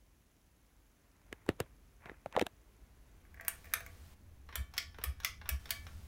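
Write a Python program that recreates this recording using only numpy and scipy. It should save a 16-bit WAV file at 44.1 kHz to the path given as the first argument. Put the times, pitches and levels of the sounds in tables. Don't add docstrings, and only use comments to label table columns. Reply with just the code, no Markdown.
import sys
import numpy as np
from scipy import signal
from scipy.fft import rfft, irfft, next_fast_len
from scipy.io import wavfile
from scipy.ndimage import uniform_filter1d

SR = 44100
rng = np.random.default_rng(int(sys.argv[2]) if len(sys.argv) > 2 else 0)


def transcribe(u):
    v = np.clip(np.atleast_2d(u).T, -1, 1)
    q = np.round(v * 32767).astype(np.int16)
    wavfile.write(sys.argv[1], SR, q)


N = 267775

# start_s, level_db, treble_db, bite_db, ring_db, run_up_s
LIGHT_SNAPS = [(3.4812, -18.5, 11, 1.5, -39.5, .0712), (3.7372, -19.5, 3, -3, -39, .0938)]
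FAN_SNAPS = [(4.5556, -28, 0.5, -0.5, -29.5, .0667), (4.7795, -23.5, 0, 17.5, -32.5, 0.041),
             (5.0385, -26.5, -1, 8.5, -34.5, 0.054), (5.2474, -22, -0.5, 7.5, -39, 0.046),
             (5.4910, -25.5, 1.5, 8, -32.5, .0767), (5.7066, -22, 6.5, 4, -30.5, 0.05)]
# frequency_hz, density_db
LIGHT_BEAD_COLOUR = [(300, -29), (660, 2.5), (950, -14), (1700, 8), (2400, 3.5), (3200, -20), (6100, -13),
                     (8000, -22), (14500, -10)]
FAN_BEAD_COLOUR = [(180, -42), (300, -11.5), (667, -6), (978, -4.5), (1140, -1), (1280, -8.5), (1430, 2.5),
                   (2790, -9), (3830, -9), (4910, -19), (5430, -11), (7820, -33), (16000, -28)]


def amp(db):
    return 10 ** (np.asarray(db) / 20)


def unit(x):
    return x / np.sqrt(np.mean(x ** 2) + 1e-20)


def along(points, hz):
    point_hz, values = np.transpose(points)
    return np.interp(np.log(hz + 1), np.log(point_hz + 1), values)


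def level(rows):
    s, db = np.transpose(rows)
    return amp(np.interp(np.arange(N) / SR, s, db))


def swell(t, crest, rise, fall):
    return np.exp(np.minimum((t - crest) / rise, (crest - t) / fall))


def add(track, s, sound):
    part = track[round(s * SR):][:len(sound)]
    part += sound[:len(part)]


def noise(colour):
    size = next_fast_len(N + SR // 4)
    gain = amp(along(colour, np.fft.rfftfreq(size, 1 / SR)))
    return unit(irfft(rfft(rng.standard_normal(size)) * gain, size)[:N])


def background(hiss_db=-77, tick_db=-68, tick_hz=20):
    air_levels = [(0, -75), (3.2, -69.5), (6.07, -72)]
    air_colour = [(60, -30), (150, 0), (300, 1.5), (500, -5.5), (1000, -9), (2200, -12), (3200, -19),
                  (8000, -24)]
    hiss_colour = [(1000, -6.5), (3000, 1.5), (4800, -3.5), (6200, 2), (8000, -4), (10600, -3.5),
                   (11050, 8), (11700, -4.5), (14300, -2.5), (14850, -1), (15500, -0.5)]
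    tick_colour = [(3000, -25), (5200, -5), (6300, 0), (7500, -4), (10000, -12), (15000, -15)]
    since_tick = (np.arange(N) / SR - .016) % (1 / tick_hz)
    ticks = np.exp(-since_tick / .001) * noise(tick_colour)
    air = level(air_levels) * noise(air_colour)
    return air + amp(hiss_db) * noise(hiss_colour) + amp(tick_db) * ticks


def rumble(near_from_s=2.83, near_takes_s=0.85):
    rumble_levels = [(0, -67), (1, -69), (1.5, -61.5), (2.4, -65.5), (3.2, -60.5), (3.85, -54.5),
                     (4.3, -57), (4.8, -56.5), (5.6, -52), (5.97, -49), (6.07, -52)]
    room_colour = [(12, -24), (20, -18), (48, 5), (86, -5), (102, -7.5), (134, -10.5), (211, -22.5),
                   (250, -17), (320, -26.5), (550, -120)]
    fan_colour = [(12, -8.5), (20, -16.5), (59, -7), (74, -1), (88, -4), (107, -17), (171, -23),
                  (250, -26.5), (320, -57), (550, -120)]
    near = np.clip((np.arange(N) / SR - near_from_s) / near_takes_s, 0, 1)
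    blend = np.sqrt(1 - near) * noise(room_colour) + np.sqrt(near) * noise(fan_colour)
    return level(rumble_levels) * blend


def rubbing(grain_db=4):
    # crest_s, level_db, rise_s, fall_s
    rubs = [(1.42, -70.5, 0.2, 0.081), (1.65, -71, .02, 0.052), (2.065, -54, 0.027, 0.051),
            (2.36, -48, 0.018, .03), (3.46, -63.5, 0.063, 0.078), (3.77, -61, 0.039, 0.029)]
    rub_colour = [(150, -15), (550, 2.5), (900, 4), (1800, 3), (2500, 0.5), (3500, -36), (8000, -37),
                  (16000, -35)]
    t = np.arange(N) / SR
    grip = amp(grain_db * unit(uniform_filter1d(rng.standard_normal(N), size=180)))
    strokes = sum(amp(db) * swell(t, s, rise, fall) for s, db, rise, fall in rubs)
    return strokes * unit(grip * noise(rub_colour))


def thud(hz, t60, attack, sag):
    t = np.arange(SR // 8) / SR
    envelope = (1 - np.exp(-t / attack)) * amp(-60 * t / t60)
    pitch = hz * (1 + sag * (2 * np.exp(-t / 0.003) - 1))
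    return envelope / envelope.max() * np.sin(2 * np.pi * np.cumsum(pitch) / SR)


def burst(colour, t60, treble_db=0, bite_db=0, size=4096):
    hz = np.fft.rfftfreq(size, 1 / SR)
    treble = hz ** 4 / (hz ** 4 + 4500. ** 4)
    bite = 1 / (1 + ((hz - 5400) / 700) ** 2)
    gain = amp(along(colour, hz) + treble_db * treble + bite_db * bite)
    cepstrum = irfft(np.log(np.maximum(unit(gain), 1e-6)))
    cepstrum[1:size // 2] *= 2
    cepstrum[size // 2 + 1:] = 0
    chatter = rng.choice([-1, 1], size) * amp(-60 * np.arange(size) / SR / t60)
    return irfft(rfft(chatter) * np.exp(rfft(cepstrum)))


def in_room(sound, wet_db):
    t60 = [(300, 0.32), (2000, 0.25), (5500, 0.28), (9000, 0.22), (15000, 0.22)]  # frequency_hz, t60_s
    colour = [(300, 4), (2000, 5.0), (6000, 0.5), (9000, 3.5), (11000, -1.5), (15000, -10.0)]
    hz, t, spectra = signal.stft(rng.standard_normal(SR // 2), SR, nperseg=256)
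    decay = amp(-60 * t / along(t60, hz)[:, None])
    tail = signal.istft(spectra * decay * amp(along(colour, hz))[:, None], SR, nperseg=256)[1]
    tail *= 1 - np.exp(-(np.arange(len(tail)) / SR / 0.0026) ** 2)
    response = amp(wet_db) * tail / np.linalg.norm(tail)
    response[0] = 1
    return signal.fftconvolve(sound, response)


def knocks(thud_t60_s=0.018, rough_db=-8, hollow_db=-12, scuff_db=-21.5, slide_db=-13, low_cut_hz=60):
    # start_s, tick_db, treble_db, thud_db, thud_hz, push_db
    touches = [(1.3276, -32, 4.5, -33.5, 316, -48), (1.464, -49, 9, -49, 920, -80),
               (1.4900, -22, -1.5, -17, 346, -27.5), (1.6026, -22, 9.5, -25, 480, -31),
               (2.0580, -40, -11, -47, 720, -47), (2.096, -40.5, -23, -41, 436, -51),
               (2.1160, -72, 0, -44, 335, -57), (2.26, -43, 4, -30.5, 616, -44.5),
               (2.3259, -45, 8, -50, 1020, -65), (2.352, -45, -17, -36, 600, -66),
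               (2.3650, -24, -5.5, -23.5, 844, -58), (2.3752, -42, -8, -19, 550, -53),
               (2.3873, -34, -5, -32, 653, -59), (2.3950, -25, 4.5, -35, 800, -73),
               (2.41, -37.5, 5, -48, 910, -71), (2.4139, -19.5, 0, -24, 484, -39.5),
               (2.4236, -31.5, -1, -23, 344, -44), (2.4665, -27.5, 7, -34, 754, -71),
               (4.9867, -45.5, 12, -43.5, 516, -51)]
    tick_colour = [(200, 4.5), (700, -0.5), (2000, 6.5), (3800, -7), (6000, -12), (11000, -19),
                   (16000, -29)]
    case_modes = [(1684, 1, 0.019), (2690, -5.5, 0.017), (3170, -8.5, 0.013), (3700, -2.5, 0.01)]
    out, scuffs, t = np.zeros(N), np.zeros(N), np.arange(N) / SR
    age = t[:SR // 8]
    hollow = sum(amp(db - 60 * age / t60) * np.sin(2 * np.pi * hz * age) for hz, db, t60 in case_modes)
    for s, tick_db, treble_db, thud_db, hz, push_db in touches:
        sound = amp(thud_db) * thud(hz, thud_t60_s, attack=0.00055, sag=0.19)
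        dull = [(hz / 6, -18), (hz / 2, -6), (hz, 0), (hz * 2, -5), (hz * 5, -32), (hz * 12, -60)]
        add(sound, 0, amp(thud_db + rough_db) * burst(dull, thud_t60_s))
        add(sound, 0, amp(tick_db) * burst(tick_colour, t60=0.0064, treble_db=treble_db))
        add(sound, 0, amp(tick_db + hollow_db) * hollow)
        add(sound, .003, amp(push_db) * thud(hz=147, t60=0.042, attack=0.00086, sag=0.39))
        add(out, s, in_room(sound, wet_db=-38))
        scuffs += amp(tick_db + scuff_db) * swell(t, s, rise=0.0057, fall=0.0057)
        scuffs += amp(push_db + slide_db) * swell(t, s, rise=0.00067, fall=0.016)
    skin = noise([(100, 6.5), (500, 9.5), (1000, 0.0), (3700, -10),
                  (4900, -24.5), (10000, -25), (16000, -31)])
    low_cut = signal.butter(2, low_cut_hz, "high", fs=SR, output="sos")
    return signal.sosfilt(low_cut, out + scuffs * skin)


def strike(contact, ring_db, wet_db, tilt_db_per_octave=0):
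    housing_modes = [(490, -9.5, 0.31), (672, -1.5, 0.27), (1140, 0.5, 0.25), (1473, -3.5, 0.3),
                     (1749, -2.5, 0.47), (2080, -8, 0.31), (2285, 5, 0.26), (3106, -6.5, 0.35),
                     (3343, 7, 0.098), (4260, -15, 0.12), (4640, -6, .2), (5459, -6, .19), (5530, -4, 0.11)]
    t = np.arange(SR // 2) / SR
    hz, mode_db, t60 = np.transpose(housing_modes)[:, :, None]
    tilt_db = tilt_db_per_octave * np.log2(hz / 2000)
    strength = amp(mode_db + ring_db + tilt_db + 2 * rng.standard_normal(hz.shape))
    tones = np.sin(2 * np.pi * (hz * t + rng.random(hz.shape)))
    sound = np.sum(strength * amp(-60 * t / t60) * tones, axis=0)
    sound *= 1 - np.exp(-t / 0.00029)
    add(sound, 0, contact)
    return in_room(sound, wet_db)


def bead(s, treble_db, change_chains_s=4.2):
    if s < change_chains_s:
        contact = burst(LIGHT_BEAD_COLOUR, t60=0.025, treble_db=treble_db)
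        return strike(contact, ring_db=-31, wet_db=-9.5, tilt_db_per_octave=-6)
    contact = burst(FAN_BEAD_COLOUR, t60=0.041, treble_db=treble_db)
    return strike(contact, ring_db=-31.5, wet_db=-7.5)


def beads():
    jostles = [(3.2508, -61, -7), (3.3432, -53, 5), (3.3737, -51.5, -33), (3.3974, -43.5, -31),
               (3.6702, -50.5, -25), (3.729, -46, -19), (3.805, -40, 1), (3.8633, -42.5, 8),
               (4.9446, -51.5, -4), (5.8671, -45, 5)]
    # level_db, treble_db, share_left (of the run-up, at bead two)
    light_run_ups = [(-43, 6, .45), (-48.5, 5, 0.87)]
    fan_run_ups = [(-47, -4, .44), (-46.5, 12.5, .29)]
    ticks = list(jostles)
    for snaps, run_ups in ((LIGHT_SNAPS, light_run_ups), (FAN_SNAPS, fan_run_ups)):
        for k, (s, *_, run_up_s) in enumerate(snaps):
            db, treble_db, share_left = run_ups[k % 2]
            ticks += [(s - run_up_s, db, treble_db), (s - share_left * run_up_s, db, treble_db)]
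    out = np.zeros(N)
    for s, db, treble_db in ticks:
        add(out, s, amp(db) * bead(s, treble_db))
    return out


def chain_slide(snaps, colour, level_db):
    t = np.arange(N) / SR
    runs = sum(swell(t, s, rise=0.025, fall=.004) for s, *_ in snaps)
    return amp(level_db) * runs * noise(colour)


def switch(snaps, colours, chatter_t60, wet_db, rattle_db, tilt_db_per_octave):
    rattle_s, rattle_ticks, fade_db_per_s = .07, 6, 214
    out = np.zeros(N)
    for k, (s, db, treble_db, bite_db, ring_db, _) in enumerate(snaps):
        colour = colours[k % 2]
        contact = np.pad(burst(colour, chatter_t60, treble_db, bite_db), (0, SR // 8))
        for late in rattle_s * (np.arange(rattle_ticks) + rng.random(rattle_ticks)) / rattle_ticks:
            tick = burst(colour, 0.013, treble_db, bite_db)
            add(contact, late, amp(rattle_db - fade_db_per_s * late) * tick)
        add(out, s, amp(db) * strike(contact, ring_db, wet_db, tilt_db_per_octave))
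    return out


def light_switch():
    # frequency_hz, density_db
    pull = [(180, -69), (300, -28), (645, -13.5), (1320, -7), (1720, 6.5), (2480, -7), (2840, -10),
            (4590, -18), (4990, -33), (5700, -13), (6300, -16.5), (9390, -6.5), (10400, -14), (15000, -2),
            (16000, -10)]
    release = [(180, -53), (300, -35), (486, -26), (787, -16.5), (1690, -4), (2000, -8.5), (2250, 1),
               (2930, -18), (3240, -13), (4830, -19), (6100, -12), (8090, -21), (12300, -10), (14700, -17),
               (16000, -20)]
    return switch(LIGHT_SNAPS, (pull, release), chatter_t60=0.02, wet_db=-9.5, rattle_db=-24,
                  tilt_db_per_octave=-2.5)


def hanging_hiss(ramp_s=0.0057):
    spells = [(3.478, 4.145, -65.5), (5.593, 6.2, -64.5)]
    colour = [(300, 3.5), (2500, -2), (6000, -5.5), (10000, -8), (16000, -8.5)]
    t = np.arange(N) / SR
    envelope = sum(amp(db) * np.clip(np.minimum(t - start, end - t) / ramp_s, 0, 1)
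                   for start, end, db in spells)
    return envelope * noise(colour)


def fan_switch():
    # frequency_hz, density_db
    pull = [(180, -23), (300, -17), (689, -7), (885, -14), (1030, -9.5), (1390, -3.5), (1560, -4.5),
            (1690, 5), (1970, -6.5), (3240, -7.5), (4990, -20.5), (5520, -16), (7820, -14), (15000, -2.5),
            (16000, -17)]
    release = [(180, -58), (300, -36), (978, -21), (1120, -11), (1690, -6), (1840, -3.5), (2030, 0),
               (2880, -6), (3350, -1.5), (3890, -11), (4300, -6.5), (5340, -14), (8640, -17), (12300, -11),
               (16000, -8.5)]
    return switch(FAN_SNAPS, (pull, release), chatter_t60=0.027, wet_db=-7.5, rattle_db=-18,
                  tilt_db_per_octave=2.0)


def fan_throb(pitch_hz=67, lag_s=0.0522, half_width_s=.028, first_db=-34, step_db=1.5, shudder_db=-17):
    out, t = np.zeros(N), np.arange(N) / SR
    shudder_colour = [(20, -18), (40, -7), (100, -1), (170, -13), (260, -20), (500, -76)]
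    shudder = amp(shudder_db) * noise(shudder_colour)
    for k, (s, *_) in enumerate(FAN_SNAPS[::2]):
        age = t - s - lag_s
        sway = np.sin(2 * np.pi * (pitch_hz * age + rng.random()))
        out += amp(first_db + k * step_db) * np.exp(-(age / half_width_s) ** 2) * (sway + shudder)
    return out


def scene():
    chains = light_switch() + fan_switch() + beads()
    chains += chain_slide(LIGHT_SNAPS, LIGHT_BEAD_COLOUR, level_db=-57)
    chains += chain_slide(FAN_SNAPS, FAN_BEAD_COLOUR, level_db=-56)
    handling = knocks() + rubbing()
    return (chains + handling + rumble() + fan_throb() + background() + hanging_hiss())[None]


def record(dry, top_hz=15900):
    size = next_fast_len(N + SR // 4)
    hz = np.fft.rfftfreq(size, 1 / SR)
    return irfft(rfft(dry, size) / (1 + (hz / top_hz) ** 160), size)[:, :N]


dry = scene()
out = record(dry)
transcribe(out)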